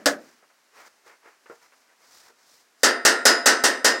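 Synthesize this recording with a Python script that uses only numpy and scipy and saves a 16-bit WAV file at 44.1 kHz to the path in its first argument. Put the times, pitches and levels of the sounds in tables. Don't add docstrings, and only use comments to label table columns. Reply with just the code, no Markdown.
import sys
import numpy as np
from scipy import signal
from scipy.fft import rfft, irfft
from scipy.io import wavfile

SR = 44100
rng = np.random.default_rng(int(sys.argv[2]) if len(sys.argv) > 2 else 0)


def dump_mix(stems):
    frames = np.atleast_2d(stems).T
    limited = np.clip(frames, -1, 1)
    pcm = np.round(limited * 32767).astype(np.int16)
    wavfile.write(sys.argv[1], SR, pcm)


N = 176400

# start in seconds, level of the panel in dB.
DULL_TAPS = [(-.135, -11), (.0582, -11)]
# middle and half length in seconds, scuff and hiss levels in dB.
RUSTLES = [(0, 0.056, -56, -65), (0.25, 0.13, -59.5, -61), (0.801, 0.056, -49, -57), (.87, 0.014, -53, -56),
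           (0.946, 0.082, -70, -71), (1.075, 0.024, -57.5, -62), (1.117, 0.043, -54, -65.5),
           (1.277, 0.043, -53, -65.5), (1.353, 0.031, -65, -78), (1.53, 0.092, -64, -64.5),
           (1.645, 0.031, -60, -63), (1.778, .08, -69.5, -67), (1.913, 0.032, -62, -87),
           (2.036, 0.035, -64, -67), (2.166, 0.096, -61, -54.5), (2.276, 0.029, -58, -61),
           (2.41, 0.038, -67.5, -70), (2.538, .1, -67, -58.5), (2.835, 0.047, -67, -61)]
# start in seconds, level in dB, tilt in dB per octave, hollow ring in dB.
BUMPS = [(.425, -53, -0.5, -24), (0.499, -57, 1.5, -24), (1.062, -59.5, 1, 3.5), (1.258, -55.5, 4, 2),
         (1.458, -48, 4, -13), (1.498, -39, -3, -2.5), (1.721, -54, 5, -22), (2.293, -54.5, -1, -3.5)]
# start in seconds, level of wash and tick in dB, tilt in dB per
# octave, level of the rings in dB, extra for the high rings in dB, favoured low and high pitch in Hz.
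RINGING_TAPS = [(2.8324, -1, 0, 0, -7, 1307, 4673), (3.0503, 0, .3, 0, -1, 1740, 8708),
                (3.2534, 1.3, .3, 0, 0, 1511, 5011), (3.4587, 0, .3, 0, 0, 1846, 3687),
                (3.6381, -2.7, .1, -3, 1, 1606, 8416), (3.8453, -1.8, .3, -2, -1, 1846, 5067)]

# frequency in Hz, relative spectral density in dB.
DULL_COLOUR = [(30, -37), (130, -30), (220, -6), (400, -5), (580, 5.5), (950, -7.5), (1350, 1), (1700, 4.5),
               (2300, -10), (3300, -9.5), (5200, -3), (8000, -8.5), (11000, -19.5), (15500, -24)]
TICK_COLOUR = [(100, -25), (1500, -8.5), (5000, 1.5), (15500, 1)]
CABIN_COLOUR = [(18, -38), (30, -6), (81, -24.5), (133, -21), (256, -4), (369, -6), (1640, -3),
                (3490, -11.5), (4540, -9.5), (5740, -9), (15500, -22.5)]
SCUFF_COLOUR = [(60, -37), (160, -25.5), (350, -3.5), (700, 0.5), (1300, 1.5), (2100, -0.5), (3200, -14.5),
                (8000, -37.5)]
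HISS_COLOUR = [(1000, -7), (2800, -9), (5000, 2.5), (7000, -1.5), (10000, -10.5), (15500, -12.5)]
BUMP_COLOUR = [(40, -39), (180, -20.5), (350, -10.5), (480, -0.5), (750, -3.5), (1400, -2.5), (2500, -15),
               (6000, -52), (15000, -67)]
RINGING_COLOUR = [(30, -28), (135, -24), (185, -17.5), (250, 1.5), (480, 6), (750, 2), (1100, 1),
                  (1350, 1.5), (1800, 8.5), (2300, -6.5), (2800, -1.5), (3350, -6), (5200, 4), (6700, 0.5),
                  (8000, -1.5), (10000, -8.5), (15500, -23)]

# frequency in Hz, seconds to fall by 60 dB.
DULL_T60 = [(60, 0.62), (250, 0.43), (600, 0.25), (1700, .2), (5000, 0.13), (15000, 0.15)]
RINGING_T60 = [(60, 0.32), (250, 0.51), (600, 0.4), (1700, 0.43), (3000, 0.25), (5500, 0.19), (9000, 0.11),
               (15000, 0.16)]

# pitch in Hz, relative level in dB, seconds to fall by 60 dB.
DULL_MODES = [(283, 2, .2), (488, -2, .24), (577, -2, .19), (610, -2, .23), (704, -8, .2), (1676, -1, .17),
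              (1752, -2, .15)]
BUMP_MODES = [(356, -2.5, .12), (409, -3, 0.15), (469, 1, 0.16), (1387, -7.5, 0.23)]
RINGING_MODES = [(535, -8, .7), (689, -9, .8), (1307, -4, .65), (1404, -7, .8), (1456, -6, .5),
                 (1511, -6, .55), (1606, -6, .4), (1740, -5, .45), (1846, 0, .6), (2012, -9, .55),
                 (2068, -9, .5), (3687, -14, .5), (3870, -13, .5), (4053, -14, .45), (4673, -11, .48),
                 (4956, -6, .4), (5011, -7, .42), (5067, -7, .42), (6162, -9, .33), (7484, -15, .42),
                 (8416, -12, .33), (8708, -12, .35), (9007, -12, .38)]

BLOW_SAMPLES = 32768
AGE = np.arange(BLOW_SAMPLES) / SR


def undb(db):
    return 10 ** (np.asarray(db) / 20)


def read(table, hz):
    freqs, values = np.array(table, float).T
    return np.interp(np.log(np.maximum(hz, 1)), np.log(freqs), values)


def add(out, at_s, sound):
    start = int(at_s * SR)
    sound = sound[max(-start, 0):]
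    start = max(start, 0)
    out[start:start + len(sound)] += sound[:N - start]


def fade(t60_s, age=AGE):
    return np.exp(-np.log(1000) * age / t60_s)


def coloured(white, colour, tilt_db=0):
    hz = np.fft.rfftfreq(len(white), 1 / SR)
    gain = undb(read(colour, hz) + tilt_db * np.log2(np.maximum(hz, 100) / 1000))
    return irfft(rfft(white) * gain / np.sqrt(np.mean(gain ** 2)), len(white))


def noise(count, colour, tilt_db=0):
    return coloured(rng.standard_normal(count), colour, tilt_db)


def wash(white, colour, t60s, tilt_db=0, hold_s=0):
    spectrum = rfft(coloured(white, colour, tilt_db))
    hz = np.fft.rfftfreq(BLOW_SAMPLES, 1 / SR)
    centres = np.geomspace(60, 15360, 9)
    decaying_s = np.hypot(AGE, hold_s) - hold_s
    out = np.zeros(BLOW_SAMPLES)
    for centre, share in zip(centres, np.eye(len(centres))):
        octave = irfft(spectrum * read(list(zip(centres, share)), hz))
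        out += octave * fade(read(t60s, centre), decaying_s)
    return out


def ring(modes, scatter_db=0, detune_hz=1.96):
    offsets_db = scatter_db * rng.standard_normal(len(modes))
    shifts_hz = detune_hz * rng.standard_normal(len(modes))
    phases = rng.random(len(modes))
    return sum(undb(db + offset) * np.sin(2 * np.pi * ((hz + shift) * AGE + phase)) * fade(t60)
               for (hz, db, t60), offset, shift, phase in zip(modes, offsets_db, shifts_hz, phases))


def damped_panel(bloom_s=0.007):
    out = np.zeros(N)
    for at_s, db in DULL_TAPS:
        body = wash(rng.standard_normal(BLOW_SAMPLES), DULL_COLOUR, DULL_T60)
        rings = undb(-6) * ring(DULL_MODES) * (1 - np.exp(-AGE / bloom_s))
        add(out, at_s, undb(db) * (body + rings) + tick())
    return out


def tick():
    return undb(-18) * noise(BLOW_SAMPLES, TICK_COLOUR) * fade(t60_s=0.011)


def cabin_tone():
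    return undb(-64) * noise(N, CABIN_COLOUR)


def rustles(grain_db=1.5, grain_hz=162):
    t = np.arange(N) / SR
    scuff, hiss = np.zeros(N), np.zeros(N)
    for mid_s, half_s, scuff_db, hiss_db in RUSTLES:
        swell = np.exp(-((t - mid_s) / half_s) ** 2)
        scuff += undb(scuff_db) * swell
        hiss += undb(hiss_db) * swell
    grain = undb(grain_db * np.interp(t * grain_hz, np.arange(N), rng.standard_normal(N)))
    return grain * (scuff * noise(N, SCUFF_COLOUR) + hiss * noise(N, HISS_COLOUR))


def bumps(rise_s=0.0015, cabin_t60_s=0.15):
    out = np.zeros(N)
    for at_s, db, tilt_db, hollow_db in BUMPS:
        knock = noise(BLOW_SAMPLES, BUMP_COLOUR, tilt_db) * fade(cabin_t60_s)
        hollow = undb(hollow_db) * ring(BUMP_MODES)
        add(out, at_s, undb(db) * (knock + hollow) * (1 - np.exp(-AGE / rise_s)))
    return out


def at_spot(modes, high_db, favoured_hz, favour_db=6, within_hz=60, high_above_hz=4900):
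    weighted = []
    for hz, db, t60 in modes:
        favoured = any(abs(hz - pitch) < within_hz for pitch in favoured_hz)
        weighted.append((hz, db + high_db * (hz > high_above_hz) + favour_db * favoured, t60))
    return weighted


def ringing_panel(spot_share=0.3, shimmer_t60_s=0.3, build_s=0.002):
    out = np.zeros(N)
    sheet = rng.standard_normal(BLOW_SAMPLES)
    shimmer_hz = np.linspace(2500, 12400, num=80) + rng.uniform(-200, 200, size=80)
    shimmer_db = read(RINGING_COLOUR, shimmer_hz) - 3 * np.log2(shimmer_hz / shimmer_hz[0])
    shimmer_modes = [(hz, db, shimmer_t60_s) for hz, db in zip(shimmer_hz, shimmer_db)]
    build_up = 1 - .5 * np.exp(-AGE / build_s)
    for at_s, db, tilt_db, rings_db, high_db, *favoured_hz in RINGING_TAPS:
        spot = rng.standard_normal(BLOW_SAMPLES)
        white = np.sqrt(1 - spot_share) * sheet + np.sqrt(spot_share) * spot
        body = undb(db - 10) * wash(white, RINGING_COLOUR, RINGING_T60, tilt_db, hold_s=0.024)
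        rings = undb(-22) * ring(at_spot(RINGING_MODES, high_db, favoured_hz), scatter_db=3.5)
        shimmer = undb(-31.5) * ring(at_spot(shimmer_modes, high_db, favoured_hz), scatter_db=5)
        panel = (body + undb(rings_db) * (rings + shimmer)) * build_up
        add(out, at_s, panel + undb(db) * tick())
    return out


def scene():
    return (cabin_tone() + ringing_panel() + damped_panel() + rustles() + bumps())[None]


def record(dry, clip_level=0.6, low_cut_hz=130, top_hz=16000):
    rounded = dry / (1 + (dry / clip_level) ** 4) ** .25
    thin = signal.sosfilt(signal.butter(1, low_cut_hz, "high", fs=SR, output="sos"), rounded)
    return signal.sosfilt(signal.ellip(10, .2, 80, top_hz, fs=SR, output="sos"), thin)


dry = scene()
out = record(dry)
dump_mix(out)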